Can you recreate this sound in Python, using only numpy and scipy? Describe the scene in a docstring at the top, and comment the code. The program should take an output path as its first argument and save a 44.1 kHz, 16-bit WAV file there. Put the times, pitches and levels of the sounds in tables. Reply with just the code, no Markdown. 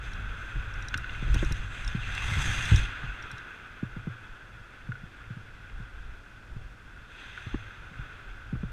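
"""A hockey player skates, brakes hard and glides on, heard from a cased helmet camera over the wash of a hall.
First come blade strokes, body rumble, low thumps, plastic ticks and clacks of sticks on the puck.
From 1.9 s the edges scrape in a long sideways stop, with snow spray, narrow bands of noise and the hardest thumps.
Then a quiet glide with sparse thumps and clacks; from 7 s two more strokes and more thumps.
Sources are filtered noise and dying modes; hall and blades also take the resonances of the case."""
import sys
import numpy as np
from scipy import signal
from scipy.fft import rfft, irfft
from scipy.io import wavfile
from scipy.ndimage import uniform_filter1d

SR = 44100
rng = np.random.default_rng(int(sys.argv[2]) if len(sys.argv) > 2 else 0)


def inscribe(sig):
    """Save sig as 16-bit PCM at rate SR to the path in sys.argv[1].

    A 1-D sig is mono; a 2-D sig holds one channel per row.
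    Samples are clipped to [-1, 1] before scaling.
    """
    pcm = np.round(np.clip(np.atleast_2d(sig).T, -1, 1) * 32767)
    wavfile.write(sys.argv[1], SR, pcm.astype(np.int16))


N = 384552
TIME = np.arange(N) / SR
HZ = np.fft.rfftfreq(N, 1 / SR)

# sideways stop into the boards: [t/s, scrape level before trim/dB]
STOP = [(1.9, -51.5), (2.11, -41), (2.24, -38.5), (2.42, -34.5), (2.62, -36), (2.78, -36), (2.92, -46.5),
        (3.35, -54), (3.7, -87)]


def amp(db):
    """Decibels to gain."""
    return 10 ** (np.asarray(db) / 20)


def read(points, hz):
    """Interpolates a spectrum on a log-frequency axis."""
    f, value = np.transpose(points)
    return np.interp(np.log(hz + 1), np.log(f), value)


def add(mix, start_s, sound):
    """Mixes a sound in at start_s."""
    part = mix[max(round(start_s * SR), 0):][:len(sound)]
    part += sound[:len(part)]


def colour(x, db):
    """Filters x by a dB gain per frequency bin."""
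    return irfft(rfft(x) * amp(db), N)


def unit(x, lo_hz=0, hi_hz=SR):
    """Scales x to rms 1 within a band."""
    in_band = (HZ >= lo_hz) & (HZ <= hi_hz)
    return x / np.std(irfft(rfft(x) * in_band, N))


def wander(corner_hz):
    """Slow random signal of rms 1: noise under a Gaussian low-pass."""
    lowpass = np.exp(-(HZ / corner_hz) ** 2)
    return unit(irfft(rfft(rng.standard_normal(N)) * lowpass, N))


def patchy(x, depth_db, span_s=0.039, span_hz=500):
    """Lets small patches of time and frequency swell and fade independently."""
    hz, t, z = signal.stft(x, SR, nperseg=512, noverlap=384)
    bins, frames = max(round(span_hz / hz[1]), 1), max(round(span_s / t[1]), 1)
    field = uniform_filter1d(rng.standard_normal(z.shape), bins, axis=0)
    field = uniform_filter1d(field, frames, axis=1)
    gain = amp(depth_db * field / field.std())
    return signal.istft(z * gain, SR, nperseg=512, noverlap=384)[1][:N]


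def ring(modes, t, spread, scatter_db):
    """Exponentially dying modes, pitch and level scattered anew at each blow."""
    chance = rng.standard_normal((len(modes), 2))
    out = 0
    for (hz, db, t60), (level_chance, pitch_chance) in zip(modes, chance):
        decay = amp(db + scatter_db * level_chance - 60 * t / t60)
        out = out + decay * np.sin(2 * np.pi * hz * (1 + spread * pitch_chance) * t)
    return out


def case_db():
    """Lift of the hollow plastic case: a sum of Gaussian resonances in dB."""
    # case resonances: [f/Hz, width between 1-sigma points/Hz, lift/dB]
    resonances = [(1614, 460, 9.5), (2066, 203, 7.5), (2527, 256, 12), (2760, 85, 8), (3374, 360, 6.5),
                  (4930, 210, 4), (6290, 750, 14), (7570, 490, 6.5), (8800, 1200, 0)]
    return sum(db * np.exp(-2 * ((HZ - hz) / width) ** 2) for hz, width, db in resonances)


def hall(case_share=0.65, flutter_db=1.05, trim_db=-1.92, hiss_db=-80):
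    """Distant skates and ventilation, blurred by the arena, as fluttering noise over a steady faint hiss."""
    # wash level: [t/s, level before trim/dB]
    wash_levels = [(0, -44), (.6, -42), (1.2, -43.5), (2.5, -44.5), (3.0, -41), (3.9, -48), (4.6, -50.5),
                   (6.1, -51.5), (6.75, -55), (7.3, -49.5), (8.0, -48), (8.5, -50.5)]
    # wash density before the case: [f/Hz, relative density/dB per Hz]
    wash_spectrum = [(120, -29), (250, -8.5), (600, -16), (850, -13.5), (1100, -9.5), (1480, 0),
                     (1850, -13), (2550, -13.5), (3000, -17.5), (3470, -15.5), (4300, -31), (6200, -37.5),
                     (9000, -41), (15000, -50)]
    # hiss density: [f/Hz, relative density/dB per Hz]
    hiss_spectrum = [(100, 1), (300, -4.5), (700, -9.5), (2000, -15.5), (5000, -23), (9000, -31.5),
                     (15000, -42)]
    wash = patchy(rng.standard_normal(N), depth_db=0.56) * amp(flutter_db * wander(23))
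    wash = unit(colour(wash, read(wash_spectrum, HZ) + case_share * case_db()), 1200, 1800)
    hiss = unit(colour(rng.standard_normal(N), read(hiss_spectrum, HZ)), 8000, 15000)
    level_db = np.interp(TIME, *np.transpose(wash_levels)) + trim_db
    return wash * amp(level_db) + amp(hiss_db) * hiss


def arena(x, rise_s=0.058):
    """Long diffuse tail: noise with a decay time per frequency, convolved with x."""
    # reverberation: [f/Hz, t60/s]
    decay_times = [(200, 2), (1500, 1.8), (4000, 1.9), (10000, 1.9)]
    hz, t, z = signal.stft(rng.standard_normal(2 * SR), SR, nperseg=256)
    decay = amp(-60 * t / read(decay_times, hz)[:, None])
    tail = signal.istft(z * decay * np.minimum(t / rise_s, 1), SR, nperseg=256)[1]
    return signal.fftconvolve(x, tail / np.linalg.norm(tail))[:N]


def ticks(snap_db=3.0, snap_t60=0.012, rise_s=0.00055):
    """Helmet fittings: hard plastic snaps on plastic at the case, as modes plus a noise snap."""
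    # ticks: [t/s, peak/dB, gain of the top treble before peak scaling/dB]
    tick_events = [(0.1343, -38.5, -15), (.739, -41, -20), (0.824, -40, -20), (0.8845, -31, -18),
                   (0.9755, -31, 0), (1.3436, -28.5, 0), (1.4476, -37, -8), (1.5226, -29, -3),
                   (1.8464, -37, -21), (1.8774, -28, -15), (2.15, -34.5, -8), (2.6537, -31.5, -3),
                   (2.7603, -22, -12), (3.225, -40, -15), (3.3143, -37.5, -5), (3.3813, -42, -14)]
    # tick modes: [nominal f/Hz, relative level/dB, t60/s]
    modes = [(3840, 6, 0.023), (5320, 7, 0.015), (5720, 8, 0.018), (7120, -2.5, 0.022), (8700, 6, 0.012),
             (9400, -9, 0.032), (11600, -57, 0.0083)]
    out, t = np.zeros(N), np.arange(SR // 20) / SR
    treble = signal.butter(3, [3800, 12000], "bandpass", fs=SR, output="sos")
    lower = signal.butter(3, 7500, fs=SR, output="sos")
    for s, peak_db, top_db in tick_events:
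        snap = signal.sosfilt(treble, rng.standard_normal(len(t))) * amp(snap_db - 60 * t / snap_t60)
        tick = ring(modes, t, spread=.02, scatter_db=2) / 2 + snap
        dull = signal.sosfiltfilt(lower, tick)
        tick = (dull + amp(top_db) * (tick - dull)) * (1 - np.exp(-t / rise_s))
        add(out, s, amp(peak_db) * tick / abs(tick).max())
    return out


def clacks(rise_s=0.00095, focus_db_per_octave=10.5, crack_db=-12, crack_t60=0.0097, dulling=0.89):
    """Sticks meet the puck: a noise crack and case modes; faint, far ones keep mostly the ring near their pitch."""
    # clacks: [t/s, peak/dB, brightest pitch f/Hz]
    clack_events = [(.9398, -24, 2970), (.9420, -13.5, 1690), (.981, -30, 1600), (1.043, -25, 1700),
                    (1.094, -29.5, 2300), (2.708, -20.5, 2000), (3.305, -33, 1500), (4.919, -26.5, 1300),
                    (4.954, -37, 1400), (5.239, -43, 2100), (5.505, -45, 1500), (5.697, -41, 2100),
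                    (7.376, -28.5, 1400)]
    # clack modes: [nominal f/Hz, level before focus/dB, t60/s]
    clack_modes = [(1500, -5.5, 0.031), (1610, -3, 0.014), (2120, -13, 0.026), (2810, -0.5, .015),
                   (3470, -2.5, 0.019), (4070, -8, 0.018), (6420, -1, 0.013), (7460, -6, 0.0095)]
    out, t = np.zeros(N), np.arange(SR // 15) / SR
    middle = signal.butter(2, [1400, 5500], "bandpass", fs=SR, output="sos")
    nearest_db = max(db for s, db, pitch in clack_events)
    for s, peak_db, pitch in clack_events:
        loss_db = dulling * (nearest_db - peak_db)
        slope_db = focus_db_per_octave + loss_db
        modes = [(hz, db - slope_db * abs(np.log2(hz / pitch)), t60) for hz, db, t60 in clack_modes]
        tone = ring(modes, t, spread=.01, scatter_db=1)
        crack = signal.sosfilt(middle, rng.standard_normal(len(t)))
        crack = crack * amp(crack_db - loss_db - 60 * t / crack_t60)
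        clack = (tone / abs(tone).max() + crack) * (1 - np.exp(-t / rise_s)) ** 2
        add(out, s, amp(peak_db) * clack / abs(clack).max())
    return out


def thumps(sag=0.61, sag_s=0.01, peak_cycles=1.36, crunch_t60=0.051, rise_s=0.0074):
    """Low thumps, jolts of the helmet and at 2.3 s chatter of the braking edges: sagging cycles, crunch, ring."""
    # thumps: [t/s, low cycles' level/dB, starting pitch f/Hz, crunch re low cycles' level/dB]
    thump_events = [(0.556, -22.5, 80, -40), (0.953, -31, 155, -6), (1.224, -25.5, 190, -11.5),
                    (1.278, -22.5, 75, -40), (1.344, -25, 223, -6), (1.357, -23, 148, -6.5),
                    (1.427, -22, 233, -0.5), (1.445, -29, 175, -14), (1.508, -22.5, 162, -11),
                    (1.948, -19, 213, -25), (2.315, -24, 145, -38), (2.367, -20, 116, -40),
                    (2.451, -23.5, 69, -38), (2.716, -9.5, 137, -31), (2.735, -11, 141, -29),
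                    (3.035, -30.5, 197, -30), (3.33, -34, 170, -32), (3.828, -22, 283, -14),
                    (3.965, -27, 227, -13), (4.071, -21, 219, -18), (4.889, -25.5, 195, -21),
                    (5.034, -31.5, 198, -30), (5.304, -29, 197, -30), (5.367, -30, 200, -30),
                    (5.799, -31.5, 197, -35), (6.561, -32.5, 181, -20), (7.465, -31, 171, -10),
                    (7.542, -24, 343, -4), (7.913, -37, 205, -30), (7.990, -32, 171, -25),
                    (8.527, -21, 228, -15.5), (8.552, -33, 131, -3), (8.632, -23, 226, -14)]
    # helmet and mount modes: [nominal f/Hz, level re low cycles' level/dB, t60/s]
    modes = [(47.6, -18.5, 0.18), (95.3, -6.5, 0.16), (121.9, -6.5, 0.23), (307, -12, 0.056),
             (440, -14, 0.032)]
    # crunch density: [f/Hz, relative density/dB per Hz]
    crunch_spectrum = [(80, -10), (200, 4.5), (320, 2.5), (500, -4.5), (750, -20.5), (1050, -11.5),
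                       (1800, -15), (3500, -42), (8000, -90)]
    out, t = np.zeros(N), np.arange(SR // 3) / SR
    crunch_gain = amp(read(crunch_spectrum, np.fft.rfftfreq(len(t), 1 / SR)))
    crunch_gain /= np.sqrt(np.mean(crunch_gain ** 2))
    edges = signal.windows.tukey(len(t), .006)
    for s, db, hz, crunch_db in thump_events:
        turns = np.cumsum(hz * (1 - sag * (1 - np.exp(-t / sag_s)))) / SR
        u = t * hz / peak_cycles  # envelope peaks at u = 1
        low_cycles = (u * np.exp(1 - u)) ** 2 * np.sin(2 * np.pi * turns)
        after = ring(modes, t, spread=0.052, scatter_db=1.0) * (1 - np.exp(-t / rise_s))
        grit = irfft(rfft(rng.standard_normal(len(t))) * crunch_gain, len(t))
        crunch = grit * amp(crunch_db - 60 * t / crunch_t60)
        add(out, s, amp(db) * edges * (low_cycles + after + crunch))
    return out


def braking(fade_s=0.13):
    """How hard the edges scrape during the stop, 1 at the hardest."""
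    s, db = np.transpose(STOP)
    contact = np.clip(np.minimum(TIME - s[0], s[-1] - TIME) / fade_s, 0, 1)
    return contact * amp(np.interp(TIME, s, db) - db.max())


def body(sway_trim_db=0.5, ruts_db=2.0, chatter_db=-42.5, chatter_power=0.83,
         stride_chatter_db=-14.5, judder_db=-33.5, judder_power=1.48):
    """Rumble of blades on uneven ice, carried up by the skeleton: follows effort, strides and the stop."""
    # rolling rumble: [t/s, sway level before trim/dB]
    effort = [(0, -39.5), (2.8, -38.5), (3.4, -55.5), (5.5, -53), (7.5, -54), (8.72, -48.5)]
    # weight shifts onto one skate: [peak t/s, length between 1-sigma points/s, sway before trim/dB]
    shifts = [(0.18, 0.11, -38.5), (0.61, 0.073, -34), (.75, 0.047, -35), (1.323, .09, -25),
              (1.453, 0.2, -27.5), (1.876, 0.058, -29.5), (2.03, 0.043, -40), (2.474, 0.072, -26),
              (2.8, 0.12, -28.5), (3.09, 0.11, -38.5), (3.997, 0.13, -43), (4.32, 0.036, -42.5),
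              (4.946, 0.38, -52), (5.77, 0.15, -42), (6.027, 0.23, -40), (6.6, .13, -41.5),
              (6.877, 0.068, -45), (7.54, 0.052, -35.5), (8.013, 0.075, -44), (8.334, .1, -44),
              (8.62, .18, -38.5)]
    # sway density: [f/Hz, relative density/dB per Hz]
    sway_spectrum = [(12, 0), (25, 1.5), (45, 7.5), (60, 0.5), (85, -15.5), (160, -45), (600, -70),
                     (2000, -110)]
    # chatter density: [f/Hz, relative density/dB per Hz]
    chatter_spectrum = [(45, -2), (75, -2), (105, 6), (150, -8), (220, -16), (400, -25.5), (900, -29),
                        (3000, -103)]
    s, db = np.transpose(effort)
    effort_db = np.interp(TIME, s, db)
    strides = sum(amp(peak_db) * np.exp(-2 * ((TIME - at) / length) ** 2) for at, length, peak_db in shifts)
    sway = np.hypot(amp(effort_db), strides)
    rolling = amp(chatter_db + chatter_power * (effort_db - db.max()))
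    judder = amp(judder_db) * braking() ** judder_power  # edges in the stop, felt through the legs
    chatter = np.linalg.norm([rolling, amp(stride_chatter_db) * strides, judder], axis=0)
    low = unit(colour(rng.standard_normal(N), read(sway_spectrum, HZ)))
    high = unit(colour(rng.standard_normal(N), read(chatter_spectrum, HZ)))
    low = low / np.sqrt(uniform_filter1d(low ** 2, size=SR // 5))  # even strength within a stride
    bumps = amp(ruts_db * wander(9))  # ruts in the ice shake both together
    return bumps * (amp(sway_trim_db) * low * sway + high * chatter)


def narrow_bands():
    """Narrow bands of noise swell and fade: short squeals and softer, broader hisses, through a doubled pole."""
    # bands: [centre t/s, full width at 1/e/s, f/Hz, width of each pole/Hz, rms before envelope/dB]
    band_events = [(.40, .29, 8100, 1200, -85), (1.379, 0.018, 2800, 490, -43),
                   (1.395, .016, 3400, 500, -40.5), (1.774, 0.21, 7600, 1200, -66),
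                   (2.322, .11, 2080, 220, -40.5), (2.483, 0.23, 6250, 600, -49),
                   (7.3, 0.5, 3420, 600, -59), (7.55, .6, 6160, 600, -75)]
    out = np.zeros(N)
    for s, length, hz, width, db in band_events:
        t = np.arange(-length, length, 1 / SR)
        pole = np.exp(-np.pi * width / SR + 2j * np.pi * hz / SR)
        band = signal.lfilter([1], np.poly([pole, pole]), rng.standard_normal(len(t))).real
        add(out, s - length, band / band.std() * amp(db) * np.exp(-(2 * t / length) ** 2))
    return out


def stroke(start_s, length_s, t60, bite_share=.35):
    """An edge bites over a share of its stroke, holds, and dies away once it lifts."""
    bite = np.clip((TIME - start_s) / (bite_share * length_s), 0, 1)
    return bite * amp(-60 * np.maximum(TIME - start_s - length_s, 0) / t60)


def blades(flutter_db=1.04, chips_per_s=600, chip_db=12, scrape_trim_db=-1.5, spray_db=-46, spray_power=1.82,
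           scrape_t60=2.07, spray_t60=1.34):
    """Steel shaves the ice: juddering noise with chips breaking off, split into low scrape and high snow spray."""
    # single strokes: [start t/s, length/s, scrape level before trim/dB, snow spray level/dB]
    skate_strokes = [(0, 0.084, -50, -66.5), (.3, .25, -56, -69.5), (0.618, 0.57, -53.5, -72),
                     (1.02, 0.42, -49, -67), (1.282, 0.17, -45.5, -57.5), (1.686, 0.21, -45.5, -62),
                     (7.066, 0.4, -50, -70), (7.92, .2, -59.5, -86)]
    # blade density before the case: [f/Hz, relative density/dB per Hz]
    blade_spectrum = [(200, -47), (550, -14), (800, -4.5), (1300, -0.5), (2600, -3.5), (3700, -3),
                      (4500, -12), (6500, -17), (9000, -14), (10500, -24.5), (13500, -29), (15000, -44)]
    chips = (rng.random(N) < chips_per_s / SR) * rng.standard_normal(N)
    shave = (rng.standard_normal(N) + amp(chip_db) * chips) * amp(flutter_db * wander(79))
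    shave = patchy(shave, depth_db=1.6, span_s=.035)
    shave = colour(shave, read(blade_spectrum, HZ) + case_db())
    scrape = irfft(rfft(shave) / (1 + (HZ / 4700) ** 10), N)
    spray = unit(shave - scrape, 5500, 12000)
    scrape = unit(scrape, 1900, 4200)
    brake = braking()
    # powers of the stop and the strokes add up
    scrape_power = (amp(max(db for s, db in STOP)) * brake) ** 2
    snow_power = (amp(spray_db) * brake ** spray_power) ** 2
    for start, length, db, snow_db in skate_strokes:
        scrape_power += (amp(db) * stroke(start, length, scrape_t60)) ** 2
        snow_power += (amp(snow_db) * stroke(start, length, spray_t60)) ** 2
    return amp(scrape_trim_db) * scrape * np.sqrt(scrape_power) + spray * np.sqrt(snow_power)


def scene():
    """Airborne and body-borne sound meet at one microphone; only the clacks excite the arena tail."""
    sticks = clacks()
    echo = amp(-12.5) * arena(sticks)
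    return (hall() + blades() + narrow_bands() + body() + thumps() + ticks() + sticks + echo)[None]


def record(dry, edge_hz=15150):
    """Band limit of the camera: a linear-phase low-pass."""
    lowpass = signal.firwin(511, edge_hz, window=("kaiser", 9), fs=SR)
    return signal.oaconvolve(dry, lowpass[None], "same")


dry = scene()
out = record(dry)
inscribe(out)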